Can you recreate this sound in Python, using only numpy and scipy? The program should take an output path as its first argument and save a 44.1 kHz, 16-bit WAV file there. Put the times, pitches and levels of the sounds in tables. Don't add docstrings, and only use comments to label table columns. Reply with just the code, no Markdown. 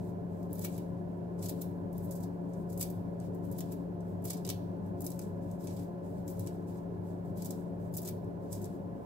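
import sys
import numpy as np
from scipy import signal
from scipy.fft import rfft, irfft, next_fast_len
from scipy.io import wavfile
from scipy.ndimage import uniform_filter1d

SR = 44100
rng = np.random.default_rng(int(sys.argv[2]) if len(sys.argv) > 2 else 0)


def master_out(mix):
    frames = np.transpose(np.atleast_2d(mix))
    ceiling = np.clip(frames, -1, 1)
    pcm = np.round(ceiling * 32767).astype(np.int16)
    wavfile.write(sys.argv[1], SR, pcm)


N = 399105

# f/Hz, left level/dB, right level/dB
CRACK_SPECTRUM = [(1280, -24, -13.5), (2040, -22.5, -22.5), (3010, -23.5, -19.5), (4140, -17.5, -14),
                  (5530, -10, -8.5), (7100, -7.5, -7), (8530, -8, -7), (10630, -5, 0), (11630, -3.5, 0),
                  (11900, 2.5, 2), (14800, 2.5, 0), (14600, -4, 2), (15900, 3, 3)]
# f/Hz, width/Hz, level over plain crack/dB
STEEL_MODES = [(2330, 96, 0.5), (6180, 190, -10), (7830, 240, -4.5)]
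BAND_EDGES_HZ = [3200, 4500, 6500, 9000, 12500]


def scissors():
    size = next_fast_len(N)
    hz = np.arange(size // 2 + 1) * SR / size
    steel = 1 + sum(undb(db) / (1 + 2j * (hz - f) / width) for f, width, db in STEEL_MODES)
    ports_db = [on_log(hz, CRACK_SPECTRUM, order=1), on_log(hz, CRACK_SPECTRUM, order=2)]
    colour = steel * undb(ports_db)
    lowpasses = [1 / (1 + (hz / edge) ** 10) for edge in BAND_EDGES_HZ]
    band_powers = np.diff([0 * hz] + lowpasses + [1 + 0 * hz], axis=0)
    filters = colour * np.sqrt(band_powers)[:, None]
    band_ms = np.mean(abs(filters) ** 2, axis=(1, 2))
    thickness_rms = np.sqrt(band_ms.reshape(3, 2).sum(axis=1))
    power = crack_power() + undb(2 * rustle_db())
    noise, out = port_noise(), 0
    for envelope, response, rms in zip(power, filters, np.repeat(thickness_rms, 2)):
        clicks = np.sqrt(envelope * click_power()) * noise
        out = out + rfft(clicks, size) * response / rms
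    return irfft(out, size)[:, :N]


STALK_SPREAD_DB = 2.


def crack_power():
    span = SR // 5
    power = np.zeros((6, N + span))
    rows = cracks()
    tilts_db = STALK_SPREAD_DB * rng.standard_normal((len(rows), 3, 1)) * [1, -1]
    for (t, *thickness_db, rise_ms, fall_ms), tilt_db in zip(rows, tilts_db):
        start = int(t * SR)
        shape = swell(span, span // 2, rise_ms * SR / 2000, fall_ms * SR / 2000)
        bands_db = np.c_[thickness_db] + tilt_db
        power[:, start:start + span] += undb(2 * bands_db).reshape(-1, 1) * shape
    return power[:, span // 2:span // 2 + N]


# t/s, middle-fibre level/dB, thin over middle level/dB, fall/ms
STALK_SNAPS = [(.4289, -64.5, -3, 4.4), (0.531, -64.5, 26, 1.6), (.594, -52.5, 16, 1.8),
               (.6145, -60, 11, 4), (.7656, -68, 13, 4), (.779, -58.5, 9.5, 6.2), (1.4868, -48.5, 3, 5.5),
               (1.9287, -70, 17, 4.4), (1.981, -64, 16, 2.4), (2.11, -55.5, 9, 19), (2.1532, -61, 5, 25),
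               (2.2052, -62, 6, 7), (2.535, -62, -12, 5), (2.7768, -52, 11, 2.1), (2.7961, -57, 14, 4),
               (2.8277, -38.5, 5, 3.7), (2.875, -64, 11, 4), (2.9017, -61.5, 17, 5),
               (3.2016, -54.5, -17, 1.2), (3.348, -69, 11, 4.4), (3.4518, -77, 18, 4),
               (3.5151, -65.5, 18.5, 5.6), (3.607, -48, 4, 3.8), (4.0066, -66, -16, 3.5),
               (4.2224, -75, 15, 4.5), (4.243, -63, 21, 2.6), (4.332, -48.5, 2, 8.2),
               (4.3687, -58.5, -2, 14), (4.4503, -45, -3, 3.3), (4.467, -52, 11, 1.6), (4.4762, -45, -4, 2),
               (4.4913, -35, -8, 1.7), (4.5011, -36.5, 1, 2.4), (4.8621, -75, 8, 10.5),
               (5.0068, -55, 15, 3.2), (5.019, -56, 13, 4.7), (5.043, -56, 12, 14), (5.066, -42, 7, 3.4),
               (5.1037, -54, 7, 4.2), (5.118, -52, 4, 3.9), (5.1929, -42.5, 1.5, 1.4),
               (5.215, -58.5, 1, 13), (5.5136, -62, 2, 4.3), (5.6083, -73, 10.5, 7), (5.64, -67, 12, 17),
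               (5.672, -50.5, -22, 5.1), (5.7665, -63, 5, 9), (5.7922, -62.5, 0, 7.2),
               (6.279, -49.5, -1, 3.6), (6.3719, -67, 3, 3.4), (6.395, -52, 9.5, 1.9),
               (6.4637, -56.5, 2, 4), (6.4724, -47.5, -5, 3.7), (7.3754, -70, 20, 6),
               (7.4218, -49.5, 4, 3.6), (7.447, -51, 6, 6.5), (7.4573, -48, 3, 6.5),
               (7.5068, -46.5, 1, 4.1), (7.9273, -79, 21, 3.8), (7.9394, -54.5, 8.5, 20),
               (7.9683, -49, 12, 4), (7.973, -45.5, 13, 2.3), (8.0183, -60, 14, 4.5), (8.0304, -57, 4, 7.4),
               (8.05, -52, 5, 4.7), (8.088, -49.5, 8, 4.5), (8.245, -72, 0, 3), (8.6164, -63, 7, 21),
               (8.644, -50, -4, 2.7), (8.656, -52, 0, 2.1)]
SNAP_RISE_MS = 0.87
# peak t/s, middle-fibre level/dB, thin over middle level/dB, fall/ms
LEAF_CRUSHES = [(.5563, -64, 16, 4.5), (.5831, -62, 3, 8), (0.624, -56.5, 8, 11), (0.649, -44, 6.5, 6.3),
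                (1.3932, -66, -9, 7), (1.429, -53, 4, 6.2), (1.442, -54.5, 1.2, 15), (1.461, -50, 4, 6.8),
                (1.495, -46.5, 5, 4), (1.619, -53, 14, 4.3), (2.0435, -71, 16, 16), (2.236, -56.5, 3, 7),
                (2.7028, -64, 6, 6), (2.729, -62, 9, 8.9), (2.7832, -64, 16, 5), (2.813, -40.5, 4.5, 7.4),
                (3.526, -63.5, 14, 3), (3.5656, -74, 10.5, 5), (3.5884, -52.5, 10.5, 5.7),
                (3.7234, -59, 10, 7.3), (4.254, -49, 12, 4.2), (4.281, -54, 0, 17), (4.305, -39.5, -2, 4.5),
                (5.7058, -62.5, -8, 20), (6.3, -62.5, 5, 21), (6.4075, -60, -6, 6.5),
                (7.984, -48.5, 3, 5.3), (8.059, -54, 6, 6.5), (8.077, -45.5, 0, 5.1),
                (8.5288, -48.5, 1, 6.9), (8.5534, -59, 0, 16)]
CRUSH_RISE_PER_FALL = 0.85
# start t/s, shut t/s, rustle level before band weights/dB, thick over middle level when shut/dB
BLADE_CLOSINGS = [(0.505, 0.783, -69, -3), (1.394, 1.64, -70.5, -3), (1.934, 2.24, -71.5, -14),
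                  (2.704, 2.907, -69.5, -8), (3.444, 3.734, -70, -3.5), (4.21, 4.53, -77, -4),
                  (4.983, 5.24, -71.5, -10), (5.606, 5.825, -70, -0.5), (6.285, 6.535, -70, -7),
                  (7.374, 7.51, -64, -13.5), (7.922, 8.1, -76, -7.5), (8.516, 8.66, -67.5, -12)]
THICKEN_DB, LOOSE_DB = 7.5, -14


def cracks():
    snaps = [(*row, SNAP_RISE_MS) for row in STALK_SNAPS]
    crushes = [(*row, CRUSH_RISE_PER_FALL * row[-1]) for row in LEAF_CRUSHES]
    t, middle_db, thin_db, fall_ms, rise_ms = np.array(snaps + crushes).T
    thick_db = np.full(len(t), 1. * LOOSE_DB)
    for start, shut, _, shut_db in BLADE_CLOSINGS:
        still_open = (shut - t) / (shut - start)
        closing = abs(still_open - .5) < .56
        thick_db = np.where(closing, shut_db - THICKEN_DB * still_open, thick_db)
    return np.c_[t, middle_db + thick_db, middle_db, middle_db + thin_db, rise_ms, fall_ms]


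# start t/s, end t/s, level before band weights/dB
BUNCH_SHIFTS = [(0, 0.102, -72.5), (0.297, 0.452, -77), (2.492, 2.62, -79), (3.2, 3.256, -68),
                (3.34, 3.38, -75), (4.01, 4.135, -80), (4.85, 4.89, -78), (5.422, 5.54, -73),
                (6.034, 6.215, -76), (6.677, 6.784, -70.5), (7.04, 7.13, -74.5), (7.25, 7.292, -75),
                (7.793, 7.88, -75.5), (8.41, 8.48, -78), (8.953, 9.05, -88)]
RUSTLE_BANDS_DB = [-11, -10.5, -10.5, -4, -4.5, -0.5]
CLOSING_RISE_MS, CLOSING_FALL_MS = 14, 67
SHIFT_RISE_MS, SHIFT_FALL_MS = 9, 20
HAND_DB = -87.5
RUSTLE_FLICKER_DB, RUSTLE_PATCHY_DB = 2., 2.


def rustle_db():
    power = undb(2 * HAND_DB)
    for start, shut, db, _ in BLADE_CLOSINGS:
        power = power + undb(2 * db) * held(start, shut, CLOSING_RISE_MS, CLOSING_FALL_MS)
    for start, end, db in BUNCH_SHIFTS:
        power = power + undb(2 * db) * held(start, end, SHIFT_RISE_MS, SHIFT_FALL_MS)
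    bands_db = np.array([db + RUSTLE_PATCHY_DB * walk(14) for db in RUSTLE_BANDS_DB])
    return 10 * np.log10(power) + RUSTLE_FLICKER_DB * walk(40) + bands_db


def held(start_s, end_s, rise_ms, fall_ms):
    t = np.arange(N) / SR
    before, after = np.maximum(start_s - t, 0), np.maximum(t - end_s, 0)
    return np.exp(-2000 * (before / rise_ms + after / fall_ms))


def swell(size, peak, rise, fall):
    n = np.arange(size) - peak
    return np.exp(np.where(n < 0, n / rise, -n / fall))


CLICKS_PER_S, CLICK_SPREAD_DB, CLICK_MS = 3500, 2., .5


def click_power():
    struck = rng.random(N) < CLICKS_PER_S / SR
    sizes = struck * undb(2 * CLICK_SPREAD_DB * rng.exponential(size=N))
    power = signal.lfilter([1], [1, -np.exp(-2000 / (CLICK_MS * SR))], sizes)
    return power / power.mean()


SHARED, LEFT_LAG_MS = 0.19, .27


def port_noise():
    common, own = rng.standard_normal(N), rng.standard_normal((2, N))
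    common = np.array([np.roll(common, int(LEFT_LAG_MS * SR / 1000)), common])
    return np.sqrt(SHARED) * common + np.sqrt(1 - SHARED) * own


# centre f/Hz, near-echo t60/s, relative level/dB
TILE_BANDS = [(2860, 0.13, 4), (5840, 0.06, -6), (12200, 0.1, -4)]
FAR_DB, FAR_LONGER = -17, 5.2


def tiles(dry):
    t = np.arange(SR // 2) / SR
    echo = np.zeros((2, len(t)))
    echo[:, 0] = 1
    for hz, t60, db in TILE_BANDS:
        band = signal.butter(2, [hz / 1.5, hz * 1.5], "band", fs=SR, output="sos")
        tail = signal.sosfilt(band, rng.standard_normal((2, len(t))))
        near = np.exp(-np.log(1000) * t / t60)
        far = undb(FAR_DB) * np.exp(-np.log(1000) * t / (t60 * FAR_LONGER))
        fade = near + far
        echo += undb(db) * tail * fade / np.sqrt(np.sum(fade ** 2))
    return signal.fftconvolve(dry, echo, axes=1)[:, :N]


def fan():
    tones = steady_tones() + blade_tone()
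    return fan_air() + np.sqrt(2) * tones.imag


# t/s, level/dB rms before pan
BLADE_LEVEL = [(0, -41.5), (3, -41), (6, -43.5), (7.8, -42.5), (9.05, -49.5)]
BLADE_HZ, BLADE_PAN_DB, BLADE_LEAD_RAD, BLADE_WAVER_RAD = 173.9, 3.5, -0.087, 0.54


def blade_tone():
    t = np.arange(N) / SR
    phase = 2 * np.pi * BLADE_HZ * t + BLADE_WAVER_RAD * walk(1.483)
    level_db = np.interp(t, *np.transpose(BLADE_LEVEL))
    return placed(level_db, BLADE_PAN_DB, BLADE_LEAD_RAD) * np.exp(1j * phase)


# f/Hz, level/dB rms before pan, left minus right/dB, left lead/rad
STEADY_TONES = [(100, -51, 1, .15), (546, -64, 5, .2), (1446, -85, -9, -2.9)]


def steady_tones():
    t = np.arange(N) / SR
    return sum(placed(db, pan_db, lead) * np.exp(2j * np.pi * f * t) for f, db, pan_db, lead in STEADY_TONES)


# f/Hz, level/dB per Hz before pan, left minus right/dB
AIR_SPECTRUM = [(20, -100, 18), (45, -95, -3), (77, -83, 1), (292, -83, 9), (449, -77.5, -9),
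                (764, -83, -3.5), (1117, -97, 0.5), (1475, -101, -9.5), (1890, -106, -2),
                (3570, -116, -3.5), (8150, -121, -1), (12500, -119, -1), (16000, -120, 3)]
AIR_SHARED_HZ = 260.
# f/Hz, width at -4.5 dB/Hz, peak level/dB per Hz before pan, left minus right/dB, left lead/rad
STANDING_WAVES = [(60.4, 6, -71.5, 7.5, 0.7), (100.42, 9.2, -59.5, -0.5, 0.02), (120.4, 13, -63, 1.5, 0.1),
                  (144, 10.2, -70, 20, -1), (195, 24.7, -63, 3.5, 0.65), (248.2, 17, -69, -4, -1),
                  (281.6, 14.5, -64, 11, 1), (295.8, 12.5, -68, 3, 0.5), (361.9, 28, -65, 2.5, 0.6),
                  (397.9, 9.2, -68.5, 0.5, -0.9), (429.2, 22.3, -68, -0.5, 1.18),
                  (549.3, 8.7, -70.5, 14, -0.9), (575, 13.4, -73, -11.5, -1.5), (602.5, 44, -74.5, -9, -2),
                  (692, 38, -76.5, -6.5, 0), (872, 47, -79.5, -1, 4.5), (973, 27, -80.5, -7.5, 2.05),
                  (1032.5, 57, -83, 3, 4.5), (1674, 56, -92, 0.5, 4)]


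def fan_air():
    size = next_fast_len(N)
    hz = np.arange(size // 2 + 1) * SR / size
    share = 1 / (1 + (hz / AIR_SHARED_HZ) ** 4)
    air = np.sqrt(share) * white(1, size) + np.sqrt(1 - share) * white(2, size)
    air *= undb(on_log(hz, AIR_SPECTRUM) + SIDES * on_log(hz, AIR_SPECTRUM, order=2) / 2)
    for mode_hz, width, db, pan_db, lead in STANDING_WAVES:
        resonance = 1 / (1 + 2j * (hz - mode_hz) / width) ** 1.493
        air += placed(db, pan_db, lead) * white(1, size) * resonance
    return irfft(air, size)[:, :N]


def white(rows, size):
    bins = size // 2 + 1
    return np.sqrt(size * SR) / 2 * rng.standard_normal((rows, 2 * bins)).view(complex)


SIDES = np.array([[1], [-1]])


def placed(db, pan_db, lead_rad):
    return undb(db + SIDES * pan_db / 2) * np.exp(.5j * SIDES * lead_rad)


def walk(rate_hz):
    hold = int(SR / rate_hz)
    steps = np.repeat(rng.standard_normal(N // hold + 1), hold)[:N]
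    slow = uniform_filter1d(uniform_filter1d(steps, hold), hold)
    return slow / np.std(slow)


def on_log(hz, table, order=1):
    rows = np.array(table, float)
    return np.interp(np.log(hz + 1), np.log(rows[:, 0]), rows[:, order])


def undb(db):
    return 10 ** (np.asarray(db) / 20)


def scene():
    return tiles(scissors()) + fan()


TOP_HZ = 15700


def record(dry):
    return signal.sosfilt(signal.ellip(10, .2, 70, TOP_HZ, fs=SR, output="sos"), dry)


dry = scene()
out = record(dry)
master_out(out)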